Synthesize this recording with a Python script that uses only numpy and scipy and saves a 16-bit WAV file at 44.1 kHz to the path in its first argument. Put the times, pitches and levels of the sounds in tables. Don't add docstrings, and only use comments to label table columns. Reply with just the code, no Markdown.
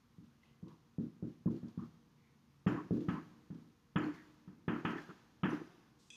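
import sys
import numpy as np
from scipy import signal
from scipy.fft import rfft, irfft, next_fast_len
from scipy.io import wavfile

SR = 44100
rng = np.random.default_rng(int(sys.argv[2]) if len(sys.argv) > 2 else 0)


def transcribe(u):
    v = np.clip(np.atleast_2d(u).T, -1, 1)
    q = np.round(v * 32767).astype(np.int16)
    wavfile.write(sys.argv[1], SR, q)


N = 271643
TIME = np.arange(N) / SR
AFTER = TIME[:SR]
HALF = AFTER[:SR // 2]

# start_s, thump_db, knock_db (re thump), clack_db (re thump),
# hold_s (ringing holds, then falls away quickly)
TOUCHES = [(0.182, -45.5, -28, -53, 0.1), (0.627, -41.5, -15.5, -42, 0.16),
           (0.983, -30.5, -15, -40.5, 0.12), (1.225, -31.5, -13, -37.5, 0.09),
           (1.458, -26.5, -12, -38, .13), (1.63, -37.5, -15.5, -28.5, 0.063),
           (1.775, -35.5, -25, -30.5, 0.13), (2.064, -61, -15, -31, 0.14), (2.663, -22.5, -12, -14, 0.18),
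           (2.908, -25.5, -9.5, -39, 0.2), (3.083, -27, -15.5, -13.5, 0.15), (3.502, -39, -16.5, -28, 0.24),
           (3.957, -27, -9.5, -7.5, 0.19), (4.475, -44.5, -18, -21, 0.41), (4.679, -28.5, -9, -8.5, 0.17),
           (4.848, -31, -7.5, -3.5, 0.19), (5.09, -49.5, -3, -9.5, 0.047), (5.431, -26.5, -9.5, -7, 0.2)]


def undb(db):
    return 10 ** (np.asarray(db) / 20)


def unit(x, size=None):
    return x / np.sqrt(np.mean(x[:size] ** 2))


def fade(t60):
    return np.exp(-np.log(1000) * AFTER / t60)


def band(x, lo_hz, hi_hz, order=2):
    edges = [lo_hz, min(hi_hz, SR / 2 - 1)]
    return signal.sosfilt(signal.butter(order, edges, "band", fs=SR, output="sos"), x)


def colour(x, points):
    hz, db = np.transpose(points)
    size = next_fast_len(len(x))
    f = np.maximum(np.fft.rfftfreq(size, 1 / SR), 1)
    gain = undb(np.interp(np.log(f), np.log(hz), db))
    return unit(irfft(rfft(x, size) * gain, size)[:len(x)])


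def walk(rate, size):
    steps = np.arange(size) * rate / SR
    return np.interp(steps, np.arange(size // 20), rng.standard_normal(size // 20))


def add(out, s, x):
    i = max(int(s * SR), 0)
    out[i:i + len(x)] += x[:N - i]


def room(x, t60, wet_db):
    tail = rng.standard_normal(SR) * fade(t60) * (1 - np.exp(-AFTER / 0.012))
    return x + undb(wet_db) * signal.fftconvolve(x, tail / np.linalg.norm(tail))[:N]


def ventilation(air_db=-71, wander_db=0.5):
    # pitch_hz, level_db (relative)
    air_spectrum = [(20, -36), (50, -9), (130, -3.5), (280, -7.5), (400, -15.5), (620, -25.5),
                    (1050, -17.5), (1600, -24.5), (3000, -28), (6600, -31.5), (7600, -40), (14000, -39.5),
                    (15500, -55)]
    # pitch_hz, level_db
    low_hums = [(141, -77), (232, -75.5), (478, -86.5)]
    air = colour(rng.standard_normal(N), air_spectrum) * undb(air_db + wander_db * walk(3.9, N))
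    for hz, db in low_hums:
        air += undb(db) * unit(band(rng.standard_normal(N), hz - 5, hz + 5))
    return air


def stroke(s, length, db, attack_s=0.012, release_s=0.025):
    rise = np.clip((TIME - s) / attack_s, 0, 1)
    return undb(db) * rise * np.exp(-np.maximum(TIME - s - length, 0) / release_s)


def brush():
    return unit(band(rng.standard_normal(N), 3200, 7700)) * stroke(s=5.985, length=0.1, db=-75)


def click(start_s=6.103, level_db=-53.5, t60=0.029):
    # pitch_hz, width_hz, level_db (relative)
    resonances = [(2560, 120, 3.5), (3350, 110, 6), (5040, 400, -5), (5860, 220, -1), (6780, 430, -12),
                  (7900, 700, -34)]
    out = np.zeros(N)
    snap = rng.standard_normal(SR) * fade(t60)
    ring = np.zeros(SR)
    for hz, width, db in resonances:
        ring += undb(db) * unit(band(snap, hz - width / 2, hz + width / 2, order=1))
    ring = band(ring, 1700, 9300, order=5)
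    add(out, start_s, undb(level_db) * unit(ring, size=441))
    return out


def ticks(tick_t60=0.034):
    # start_s, level_db (first 10 ms), centre_hz
    contacts = [(.434, -82.5, 2150), (.682, -74, 4630), (1.518, -82.5, 7650), (1.564, -76, 4500),
                (1.683, -75, 4930), (2.929, -92, 5430), (3.006, -67.5, 3700), (3.546, -78, 4430)]
    out = np.zeros(N)
    for s, db, hz in contacts:
        burst = band(rng.standard_normal(SR) * fade(tick_t60), hz * 0.58, hz * 1.2)
        add(out, s, undb(db) * unit(burst, size=441))
    return out


def stick_slip(s, length, hz, db, waver, rough):
    out, size = np.zeros(N), int(length * SR)
    pitch = hz * (1 + waver * walk(600, SR)[:size])
    phase = 2 * np.pi * np.cumsum(pitch) / SR
    tone = np.sin(phase) * (1 + rough * walk(300, SR)[:size])
    add(out, s - length / 2, undb(db) * unit(tone) * np.hanning(size))
    return out


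def squeaks():
    # middle_s, length_s, pitch_hz, level_db (before the swell)
    squeak_rows = [(0.437, 0.012, 2050, -67), (2.684, 0.011, 5270, -62.5), (2.692, 0.052, 7100, -72.5),
                   (3.986, 0.012, 7060, -64.5), (4.04, 0.021, 4290, -65), (4.148, .02, 2120, -59.5),
                   (4.984, 0.012, 3350, -63), (5.043, 0.032, 1610, -61), (5.51, 0.017, 5900, -64.5),
                   (5.503, 0.022, 10300, -74.5)]
    return sum(stick_slip(*row, waver=0.012, rough=0.67) for row in squeak_rows)


def judders():
    # middle_s, length_s, pitch_hz, level_db (before the swell)
    judder_rows = [(0.228, 0.057, 305, -63.5), (0.679, 0.043, 333, -52), (1.57, 0.032, 335, -46.5),
                   (1.831, 0.034, 301, -45.5), (2.983, 0.028, 341, -40.5), (3.021, 0.031, 328, -41.5),
                   (4.085, 0.078, 303, -39.5), (4.966, 0.055, 302.2, -40.5), (5.541, 0.05, 313, -37),
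                   (5.623, 0.042, 315, -43.5)]
    return sum(stick_slip(*row, waver=0.071, rough=0.48) for row in judder_rows)


def scrapes(spread=1.125, grain_db=3.0):
    # middle_s, length_s, centre_hz, level_db (before the swell)
    drags = [(0.338, 0.11, 1620, -84), (0.48, 0.22, 2780, -80), (0.704, .18, 1020, -68),
             (1.48, 0.046, 965, -57.5), (1.796, 0.027, 1060, -59.5), (1.826, 0.14, 1150, -65.5),
             (2.269, 0.25, 2110, -80.5), (2.787, 0.1, 1100, -50.5), (3.174, 0.09, 1030, -51),
             (4.192, 0.13, 1830, -63), (4.761, 0.064, 1350, -53), (4.973, 0.12, 1740, -54),
             (5.102, 0.04, 1325, -53.5)]
    out = np.zeros(N)
    for s, length, hz, db in drags:
        size = int(length * SR)
        slips = rng.standard_normal(SR) * undb(grain_db * walk(388.7, SR))
        drag = unit(band(slips, hz / spread, hz * spread)[:size])
        add(out, s - length / 2, undb(db) * drag * np.hanning(size))
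    return out


def rubbing(grain_db=3.0, flutter_db=0.9, top_db=-19, top_follow=0.95):
    # start_s, length_s, level_db
    slides = [(.23, 0.047, -80), (0.423, 0.046, -76), (.675, 0.052, -75.5), (0.992, 0.075, -76.5),
              (1.245, 0.086, -76.5), (1.496, 0.093, -71.5), (1.675, 0.034, -74.5), (1.778, 0.091, -74),
              (2.661, 0.065, -62.5), (2.919, 0.052, -67), (3.003, .03, -67), (3.077, 0.07, -65.5),
              (3.53, 0.095, -79), (3.964, 0.11, -65), (4.13, 0.029, -65.5), (4.673, 0.13, -68),
              (4.838, 0.081, -63), (4.961, 0.075, -65), (5.439, 0.089, -64), (5.493, 0.057, -61.5)]
    # pitch_hz, level_db (relative)
    rub_spectrum = [(400, 4.5), (700, 10.5), (1200, 9.5), (2200, 0.5), (3500, 0.5), (5200, -2.5),
                    (6900, -6), (7700, -19), (15000, -29.5)]
    flutter = undb(flutter_db * walk(45, N))
    slips = rng.standard_normal(N) * undb(grain_db * walk(1700, N)) * flutter
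    pressure = np.max([stroke(*row) for row in slides], axis=0)
    peak = pressure.max()
    fine_pressure = peak * (pressure / peak) ** top_follow
    fine = unit(band(rng.standard_normal(N), 6900, 15000)) * undb(top_db) * fine_pressure
    return colour(slips, rub_spectrum) * pressure + fine


def ringing(hz, t60, rise_cycles=0.61, frame_lag_s=0.003072):
    lag = frame_lag_s * (hz[:, None] > 430)
    t = np.maximum(HALF - lag, 0).astype(np.float32)
    cycles = t * hz[:, None].astype(np.float32)
    onset = np.sin(np.pi / 2 * np.minimum(cycles / rise_cycles, 1)) ** 2
    decay = np.exp(-t * (np.log(1000) / t60[:, None]).astype(np.float32))
    return np.sin(2 * np.pi * cycles) * onset * decay


def force(hz, sway=0.15, crack_db=-6, crack_growth=1.283):
    corners_hz = [95, 165, 225, 335, 540, 950, 1700, 2300]
    gains = []
    for _, thump, knock, clack, _ in TOUCHES:
        sway_db = -sway * (clack + 36)
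        top_db = crack_db + crack_growth * clack
        corners_db = [sway_db, 0, 0, knock, knock, clack, clack, top_db]
        gains.append(undb(thump + np.interp(np.log(hz), np.log(corners_hz), corners_db)))
    return np.array(gains)


def panel_pushes(push_db=-8.0):
    # pitch_hz, level_db (re push_db), t60_s
    push_modes = [(119.7, -6.5, 0.072), (181.4, 9, 0.092), (345.3, 5, 0.15), (987, -1, 0.024),
                  (1286, 2, 0.047), (1744, -5, 0.043), (2900, 2.5, 0.024)]
    hz, db, t60 = np.transpose(push_modes)
    return (force(hz) * undb(db + push_db)) @ ringing(hz, t60)


def main_modes(main_db=-8.5, scatter_db=2.0):
    # pitch_hz, level_db (re main_db), t60_s
    panel_modes = [(76.4, -17, 0.56), (121.9, -6.5, 0.49), (161.6, -2, 0.48), (182, -4, 0.16),
                   (230.5, -3, 0.38), (265.3, -1, 0.39), (300, 2, 1), (335, -3, 1), (377, -5, 0.69),
                   (414, 0.5, 0.19), (484, -12, 0.44), (1002, -16, 1), (1292, -6.5, 0.55),
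                   (1473, -14.5, 0.4), (1547, -13, .6), (1710, -7.5, 0.19), (1803, -8, 0.24),
                   (2150, -13.5, 0.35), (2520, -5, 0.32), (2640, -6.5, 0.31), (2831, -6.5, 0.19),
                   (3110, -12, 0.47)]
    hz, db, t60 = np.transpose(panel_modes)
    spot = undb(scatter_db * rng.standard_normal((len(TOUCHES), len(hz))))
    return (force(hz) * undb(db + main_db) * spot) @ ringing(hz, t60)


def small_modes(crowd_db=-7.5, count=440):
    # pitch_hz, level_db (of each, re crowd_db), t60_s
    crowd_curve = [(70.32, -34, 0.94), (180, -12.5, 0.33), (335, -7, 0.96), (539, -21.5, 0.64),
                   (695, -21.5, 0.78), (857, -19.5, 0.71), (1190, -17.5, 0.6), (1760, -20.5, 0.8),
                   (2020, -22, 0.86), (3250, -18.5, 0.29), (3360, -19.5, 0.13), (3803, -42.5, 0.13)]
    grid_hz, db, t60 = np.transpose(crowd_curve)
    hz = grid_hz[0] + (grid_hz[-1] - grid_hz[0]) * (np.arange(count) + rng.random(count)) / count
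    sign = np.sign(rng.standard_normal((len(TOUCHES), count)))
    crowd = ringing(hz, np.interp(hz, grid_hz, t60))
    crowd[hz > 750] *= 1 + 0.55 * np.exp(-(HALF / 0.017) ** 2)
    return (force(hz) * undb(np.interp(hz, grid_hz, db) + crowd_db) * sign) @ crowd


def taps(radiate_hz=75, top_hz=3900):
    # delay_s, level_db (re push)
    wall_echoes = [(0.016, -25.5), (0.042, -15.5), (0.055, -11), (0.098, -25)]
    pushes = panel_pushes()
    rings = main_modes() + small_modes()
    out = np.zeros(N)
    for (s, *_, hold_s), push, ring in zip(TOUCHES, pushes, rings):
        add(out, s, push + ring * np.exp(-(HALF / hold_s) ** 5.6))
        for delay, echo_db in wall_echoes:
            add(out, s + delay, undb(echo_db) * push)
    out = signal.sosfilt(signal.butter(3, radiate_hz, "high", fs=SR, output="sos"), out)
    return signal.sosfilt(signal.butter(6, top_hz, fs=SR, output="sos"), out)


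def scene():
    board = room(taps() + judders() + scrapes(), t60=0.95, wet_db=-16.5)
    tip = room(squeaks() + ticks(), t60=0.99, wet_db=-6.0)
    felt = room(rubbing(), t60=1.68, wet_db=-1.5)
    bright_click = room(click(), t60=1.0, wet_db=5.0)
    return (board + tip + felt + brush() + bright_click + ventilation())[None]


def record(dry, top_hz=15200):
    return signal.sosfilt(signal.ellip(8, 0.2, 70, top_hz, fs=SR, output="sos"), dry)


dry = scene()
out = record(dry)
transcribe(out)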